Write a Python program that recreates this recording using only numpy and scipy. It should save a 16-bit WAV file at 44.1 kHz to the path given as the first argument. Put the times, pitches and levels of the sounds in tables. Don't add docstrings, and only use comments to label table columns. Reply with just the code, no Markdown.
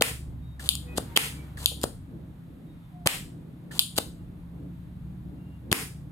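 import sys
import numpy as np
from scipy import signal
from scipy.fft import rfft, irfft
from scipy.io import wavfile
from scipy.ndimage import uniform_filter1d

SR = 44100
rng = np.random.default_rng(int(sys.argv[2]) if len(sys.argv) > 2 else 0)


def magnitude_from_level(level_db):
    exponent = np.asarray(level_db, float) / 20
    return 10 ** exponent


def wav_out(sig):
    wavfile.write(sys.argv[1], SR, np.round(np.clip(np.atleast_2d(sig).T, -1, 1) * 32767).astype(np.int16))


N = 269451
T = np.arange(N) / SR

# (time [s], peak [dB], limiter dip [dB], air [dB], barrel ring [dB])
RELEASES = [
    (0.0215, -4, 10.5, -32, 0),
    (1.1733, -3.5, 13, -32, 0.5),
    (3.0720, -5, 12.5, -27, 1),
    (5.7270, -6, 14.5, -31.5, -2),
]
# (thumb push [s], latch catch [s], latch peak [dB], barrel ring [dB])
COCKS = [
    (0.595, .69, -4.5, 1.5),
    (1.572, 1.6589, -4, 2),
    (3.711, 3.7926, -2.5, -0.5),
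]
# (pop time [s], pop peak [dB], air jet [dB])
SEATS = [
    (0.9822, -11.5, -26),
    (1.8396, -9.5, -27),
    (3.9853, -12, -21.5),
]
# (pitch [Hz], width [Hz], level [dB])
LATCH_MODES = [(3340, 750, 1), (4840, 530, -5.5), (5370, 390, -12), (7000, 290, -3), (9300, 1600, -3.5),
               (14800, 900, -14)]

TRAVEL_S = .0127
LATCH_EDGE_HZ = 2750
PORT_LAG_S = .00015


def unit(x):
    return x / np.sqrt(np.mean(x ** 2))


def on_log(table, hz):
    point_hz, value = np.transpose(table)
    return np.interp(np.log(hz + 1), np.log(point_hz + 1), value)


def colour(x, table):
    size = x.shape[-1]
    gain = magnitude_from_level(on_log(table, np.fft.rfftfreq(size, 1 / SR)))
    return irfft(rfft(x) * gain, size)


def band(x, lo_hz, hi_hz):
    edges_hz = [lo_hz, min(hi_hz, .45 * SR)]
    return signal.sosfilt(signal.butter(2, edges_hz, "band", fs=SR, output="sos"), x)


def ring(x, modes):
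    out = 0
    for k, (hz, width_hz, db) in enumerate(modes):
        b, a = signal.iirpeak(hz, hz / width_hz, SR)
        out = out + (-1) ** k * magnitude_from_level(db) * signal.lfilter(b, a, x)
    return out


def walk(rate_hz):
    hold = int(SR / rate_hz)
    steps = np.repeat(rng.standard_normal(N // hold + 1), hold)
    return unit(uniform_filter1d(uniform_filter1d(steps, hold), hold)[:N])


def late_right(x):
    return np.array([x, np.roll(x, round(PORT_LAG_S * SR))])


def ports(size, share):
    both, own = rng.standard_normal(size), rng.standard_normal((2, size))
    share = np.clip(share, 0, 1)
    return np.sqrt(share) * late_right(both) + np.sqrt(1 - share) * own


def add(track, s, x, pan_db):
    i = int(s * SR)
    gain = magnitude_from_level(np.array([[pan_db], [-pan_db]]) / 2)
    track[:, i:i + x.shape[1]] += (x * gain)[:, :N - i]


def contact(envelope):
    x = ports(len(envelope), 0.54)
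    for _ in range(4):
        spectrum = rfft(x * envelope)
        x = irfft(spectrum / np.abs(spectrum), len(envelope)) / (envelope + .05)
    return x * envelope


def cracks(events, modes, blow_s, rattle_db, rattle_s, edge_hz, body_db):
    out, t = np.zeros((2, N)), T[:2048]
    for s, db, pan_db, barrel_db in events:
        blow = t / blow_s * np.exp(1 - t / blow_s)
        rattle = magnitude_from_level(rattle_db + 2.2 * walk(1500)[:len(t)]) * np.exp(-t / rattle_s)
        push = contact(blow + rattle)
        gripped = [(hz, width_hz, g + barrel_db * (2600 < hz < 3900)) for hz, width_hz, g in modes]
        edge = signal.butter(6, edge_hz, "high", fs=SR, output="sos")
        x = signal.sosfilt(edge, ring(push, gripped)) + magnitude_from_level(body_db) * band(push, 710, 1600)
        add(out, s, magnitude_from_level(db + 18.0) * x / np.linalg.norm(x), pan_db)
    return out


def stop_cracks():
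    # (pitch [Hz], width [Hz], level [dB])
    stop_modes = [(833, 270, -6), (1880, 1300, -2), (3067, 1100, 0), (4900, 980, -6.5), (7400, 2500, -5),
                  (9700, 2700, -1), (11700, 3300, -4), (14200, 3200, -10.5)]
    events = [(s, db, 1, barrel_db) for s, db, _, _, barrel_db in RELEASES]
    return cracks(events, stop_modes, blow_s=.0004, rattle_db=-21.0, rattle_s=0.0047,
                  edge_hz=450, body_db=-28)


def latch_cracks():
    events = [(s, db, 2.5, barrel_db) for _, s, db, barrel_db in COCKS]
    return cracks(events, LATCH_MODES, blow_s=0.00011, rattle_db=-18.0, rattle_s=0.014,
                  edge_hz=LATCH_EDGE_HZ, body_db=-22.5)


def ticks():
    # (time [s], peak [dB], barrel ring [dB])
    tick_events = [(.0100, -16, 2.5), (.6595, -33, 4.5), (.7373, -30.5, -0.5), (.7530, -19.5, -6),
                   (.9745, -24.5, -7), (0.9813, -25.5, 0), (1.1650, -9.5, 1.5), (1.8145, -28.5, -11.5),
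                   (1.8345, -19.5, -10), (1.8394, -21.5, -9), (3.9599, -36, -1.5), (3.9656, -24.5, -8.5),
                   (3.9850, -21.5, 5), (5.7160, -15, 4)]
    events = [(s, db, 2, barrel_db) for s, db, barrel_db in tick_events]
    return cracks(events, LATCH_MODES, blow_s=0.000093, rattle_db=-11.0, rattle_s=.002,
                  edge_hz=LATCH_EDGE_HZ, body_db=-23)


def pops():
    # (time [s], peak [dB], pitch [Hz])
    release_pops = [(.0135, -12, 640), (1.1640, -25, 500), (1.173, -20, 450), (3.060, -18, 190),
                    (3.0645, -12, 750), (5.7155, -18, 170), (5.7275, -18, 380)]
    out, t = np.zeros((2, N)), T[:2048]
    events = [(s, db, hz, 1.3) for s, db, hz in release_pops]
    events += [(s, db, 663, 0.92) for s, db, _ in SEATS]
    for s, db, hz, cycles in events:
        phase = 2 * np.pi * hz * t / (1 + 0.28 * t * hz / cycles ** 2)
        wave = np.sin(phase) + .12 * np.sin(2 * phase) - .15 * np.sin(3 * phase)
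        add(out, s, magnitude_from_level(db) * late_right(wave * np.exp(-(t * hz / cycles) ** 4)), 2.8)
    return out


def strokes():
    slide_db, swell_db, stops_s = -48.5, 7, 0.0098
    leak_s, leak_db, jet_s, jet_bass_db = 0.018, -28, .007, -11.5
    rows = [(push_s, latch_s - stops_s, slide_db, slide_db + swell_db, -8.5) for push_s, latch_s, *_ in COCKS]
    for s, _, db in SEATS:
        rows.append((s - jet_s - leak_s, s - jet_s, db + leak_db, db + leak_db / 3, jet_bass_db))
        rows.append((s - jet_s, s, db, db, jet_bass_db))
    return rows + [(s - TRAVEL_S, s, db, db - 1.5, -0.5) for s, _, _, db, _ in RELEASES]


def rushes():
    # (pitch [Hz], level [dB per Hz])
    air_spectrum = [(880, -32.5), (1500, -10), (2380, -15), (2970, -6), (4660, -6.5), (5530, -13.5),
                    (6960, -7.5), (9040, -4.5), (15100, -16), (16500, -28.5)]
    hiss = unit(colour(ports(N, 0.25), air_spectrum)) * magnitude_from_level(2.1 * walk(400))
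    buffet = unit(band(ports(N, 0.9), 250, 1300))
    out = np.zeros((2, N))
    for start_s, end_s, start_db, end_db, bass_db in strokes():
        length_s = end_s - start_s
        t = T[:int((length_s + .03) * SR)]
        gate = np.minimum(t / 0.00061, 1) * np.exp(-np.maximum(t - length_s, 0) / 0.0029)
        level = magnitude_from_level(np.interp(t, [0, length_s], [start_db, end_db]))
        i = slice(int(start_s * SR), int(start_s * SR) + len(t))
        add(out, start_s, gate * level * (hiss[:, i] + magnitude_from_level(bass_db) * buffet[:, i]), 1.8)
    return out


def creaks():
    # (time after push [s], length [s], pitch [Hz], width [Hz], level [dB])
    stroke_creaks = [
        (-.006, .018, 1700, 243.2, -46),
        (.006, 0.013, 1390, 221.1, -52.5),
        (.033, .04, 850, 250, -53.5),
    ]
    # (time [s], length [s], pitch [Hz], width [Hz], level [dB])
    grip_creaks = [
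        (1.158, .015, 2991, 300, -22.5),
        (1.704, 0.029, 530, 204, -48),
    ]
    out = np.zeros((2, N))
    events = list(grip_creaks) + [(c[0] + k[0], *k[1:]) for c in COCKS for k in stroke_creaks]
    for s, length_s, hz, width_hz, db in events:
        size = int(length_s * SR)
        rub = ports(size, 0.3) * np.hanning(size)
        x = ring(ring(rub, [(hz, width_hz, 0)]), [(hz, 2 * width_hz, 0)])
        add(out, s, magnitude_from_level(db) * unit(x), 1.5)
    return out


def limiter():
    recover_db_per_s = 156.5
    dips = [(r[0], r[2]) for r in RELEASES]
    dips += [(r[0] - TRAVEL_S, 7.5) for r in RELEASES]
    dips += [(c[1], 3.5) for c in COCKS]
    dips += [(s[0], -2.5) for s in SEATS]
    db = np.max([np.clip(dip_db - recover_db_per_s * (T - s), 0, 40) * (T > s - .002)
                 for s, dip_db in dips], axis=0)
    return magnitude_from_level(-uniform_filter1d(db, size=64))


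def room(dry):
    # (pitch [Hz], level [dB], t60 [s])
    decays = [(300, 5, 0.28), (724, 3, 0.22), (1510, -1, 0.31), (2800, 0, 0.27), (5430, -5, 0.39),
              (10300, 1, 0.31), (14000, -2, 0.087)]
    room_db, first_wall_s = -12, 0.014
    t = T[:int(SR / 2)]
    tail = 0
    for hz, db, t60_s in decays:
        tail = tail + magnitude_from_level(db - 60 * t / t60_s) * band(ports(len(t), .25), hz / 1.5, hz * 1.84)
    tail = tail * (magnitude_from_level(5) + np.clip((t - first_wall_s) / 0.0014, 0, 1))
    tail = tail / np.sqrt(np.sum(tail ** 2) / 2)
    return signal.fftconvolve(dry, tail, axes=1)[:, :N] * magnitude_from_level(room_db)


def nearness():
    # (time [s], level [dB])
    distance_levels = [(0, 0.5), (1.2, -1.5), (2.0, -3), (2.4, -16), (3.0, -19), (3.8, -15), (4.4, -7.5),
                       (4.9, -4), (5.6, -6.5), (6.11, -3)]
    return np.interp(T, *np.transpose(distance_levels))


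def motor(hz, db, wobble, flicker_db):
    phase = np.cumsum(2 * np.pi * hz * (1 + wobble * walk(9)) / SR)
    return np.sqrt(2) * np.sin(phase) * magnitude_from_level(db + flicker_db * np.tanh(walk(7)))


def motors():
    # (pitch [Hz], level [dB], share of nearness [0-1], wobble [ratio], flicker [dB])
    engine_tones = [(67.8, -42, 0.99, .007, 3), (98.8, -51, 0.89, .025, 3.5), (120.6, -47.5, 1, 0.012, 3),
                    (144.2, -48, .4, .02, 3.5)]
    # (time [s], pitch [Hz], level [dB])
    drone = [(0, 169.6, -60), (2.0, 166.2, -54), (3.2, 165.2, -51), (4.1, 174, -47.5), (5.3, 181.3, -47),
             (5.7, 178, -52), (6.11, 176.1, -47)]
    engine = sum(motor(hz, db + share * nearness(), wobble, flicker_db)
                 for hz, db, share, wobble, flicker_db in engine_tones)
    s, hz, db = np.transpose(drone)
    return engine + motor(np.interp(T, s, hz), np.interp(T, s, db), .015, 1.5)


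def street():
    # (pitch [Hz], level [dB per Hz])
    street_spectrum = [(15, -61.5), (25, -13), (58, -12), (92, -13), (172, -7.5), (202, -14), (296, -14.5),
                       (399, -28.5), (787, -33), (2900, -48.5), (3700, -48.5), (5420, -60.5),
                       (13300, -53.5), (15200, -63), (16500, -79.5)]
    # (pitch [Hz], likeness of the ports [0-1])
    likeness = [(60, 0.2), (130, 0.89), (290, 0.7), (640, 0), (1410, 0), (3100, 0.01), (6820, 0.5),
                (15000, 0.41)]
    hiss_db, pass_s, pass_length_s, pass_db = -61, 1.2, .35, 11.5
    hz = np.fft.rfftfreq(N, 1 / SR)
    alike = np.clip(on_log(likeness, hz), -1, 1)
    level = magnitude_from_level(on_log(street_spectrum, hz))
    mid, side = (rfft(rng.standard_normal(N)) * np.sqrt(1 + k * alike) * level for k in (1, -1))
    left_right = np.array([mid + side, mid - side])

    bass_db, rumble_db = 3.9 + 0.22 * nearness(), 0.27 + .1 * nearness()
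    passing_db = pass_db * np.exp(-((T - pass_s) / pass_length_s) ** 4)
    swells_db = (bass_db, bass_db, rumble_db, rumble_db, (rumble_db + passing_db) / 2, passing_db)
    flickers_db = (3.6, 1.2, 1.3, 5.3, 1.1, 0.33)

    centres_hz = 50 * 2. ** np.arange(6)
    shares = np.array([np.exp(-np.log2((hz + 1) / c) ** 2 * 2) for c in centres_hz]) + 1e-30
    shares[-1] = np.where(hz > 1600, 1, shares[-1])
    shares = shares / shares.sum(axis=0)
    out = sum(irfft(left_right * share, N) * magnitude_from_level(swell_db + flicker_db * walk(11))
              for share, swell_db, flicker_db in zip(shares, swells_db, flickers_db))
    return out / band(out, 890, 23000).std() * magnitude_from_level(hiss_db)


def toots():
    # (start [s], end [s], pitch [Hz], level [dB])
    far_tones = [(.40, .60, 3730, -70), (.81, .98, 485, -57), (.85, .99, 1950, -64), (.86, .97, 2500, -58),
                 (1.0, 1.08, 1840, -72), (1.06, 1.17, 931, -57), (1.11, 1.16, 2170, -64),
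                 (1.3, 1.5, 2300, -66), (2.65, 2.79, 3740, -78), (2.76, 2.92, 3570, -77),
                 (2.91, 3.07, 710, -58), (4.15, 4.25, 2820, -81), (5.34, 5.65, 2790, -76)]
    out = np.zeros((2, N))
    for start_s, end_s, hz, db in far_tones:
        size = int((end_s - start_s) * SR)
        pitch_hz = hz * np.linspace(1.006, .994, size) + (6 + hz / 200) * walk(60)[:size]
        port_phase = np.array([[0], [1.3]])
        tone = np.sin(np.cumsum(2 * np.pi / SR * pitch_hz) + port_phase)
        level = magnitude_from_level(db + 6 + 2.5 * walk(50)[:size])
        add(out, start_s, tone * level * np.hanning(size) ** .6, 1.5)
    return out


def scene():
    hits = stop_cracks() + latch_cracks() + ticks() + pops() + creaks()
    air, gain = rushes(), limiter()
    echo = room((hits + air) / gain)
    steady = air + gain * (echo + street() + motors() + toots())
    lowpass = signal.ellip(8, .2, 60, 15900, fs=SR, output="sos")
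    return hits + signal.sosfilt(lowpass, steady)


def low_pass(x):
    return signal.sosfilt(signal.butter(12, 16960, fs=SR, output="sos"), x)


def record(dry):
    x = signal.sosfilt(signal.butter(3, 38, "high", fs=SR, output="sos"), dry)
    mid, side = (x[0] + x[1]) / 2, (x[0] - x[1]) / 2
    side = colour(side, [(100, -5), (2500, 0.5), (5000, 1.5), (8000, -7.5), (14000, -11.0)])
    return low_pass(np.clip([mid + side, mid - side], -1, 1))


dry = scene()
out = record(dry)
wav_out(out)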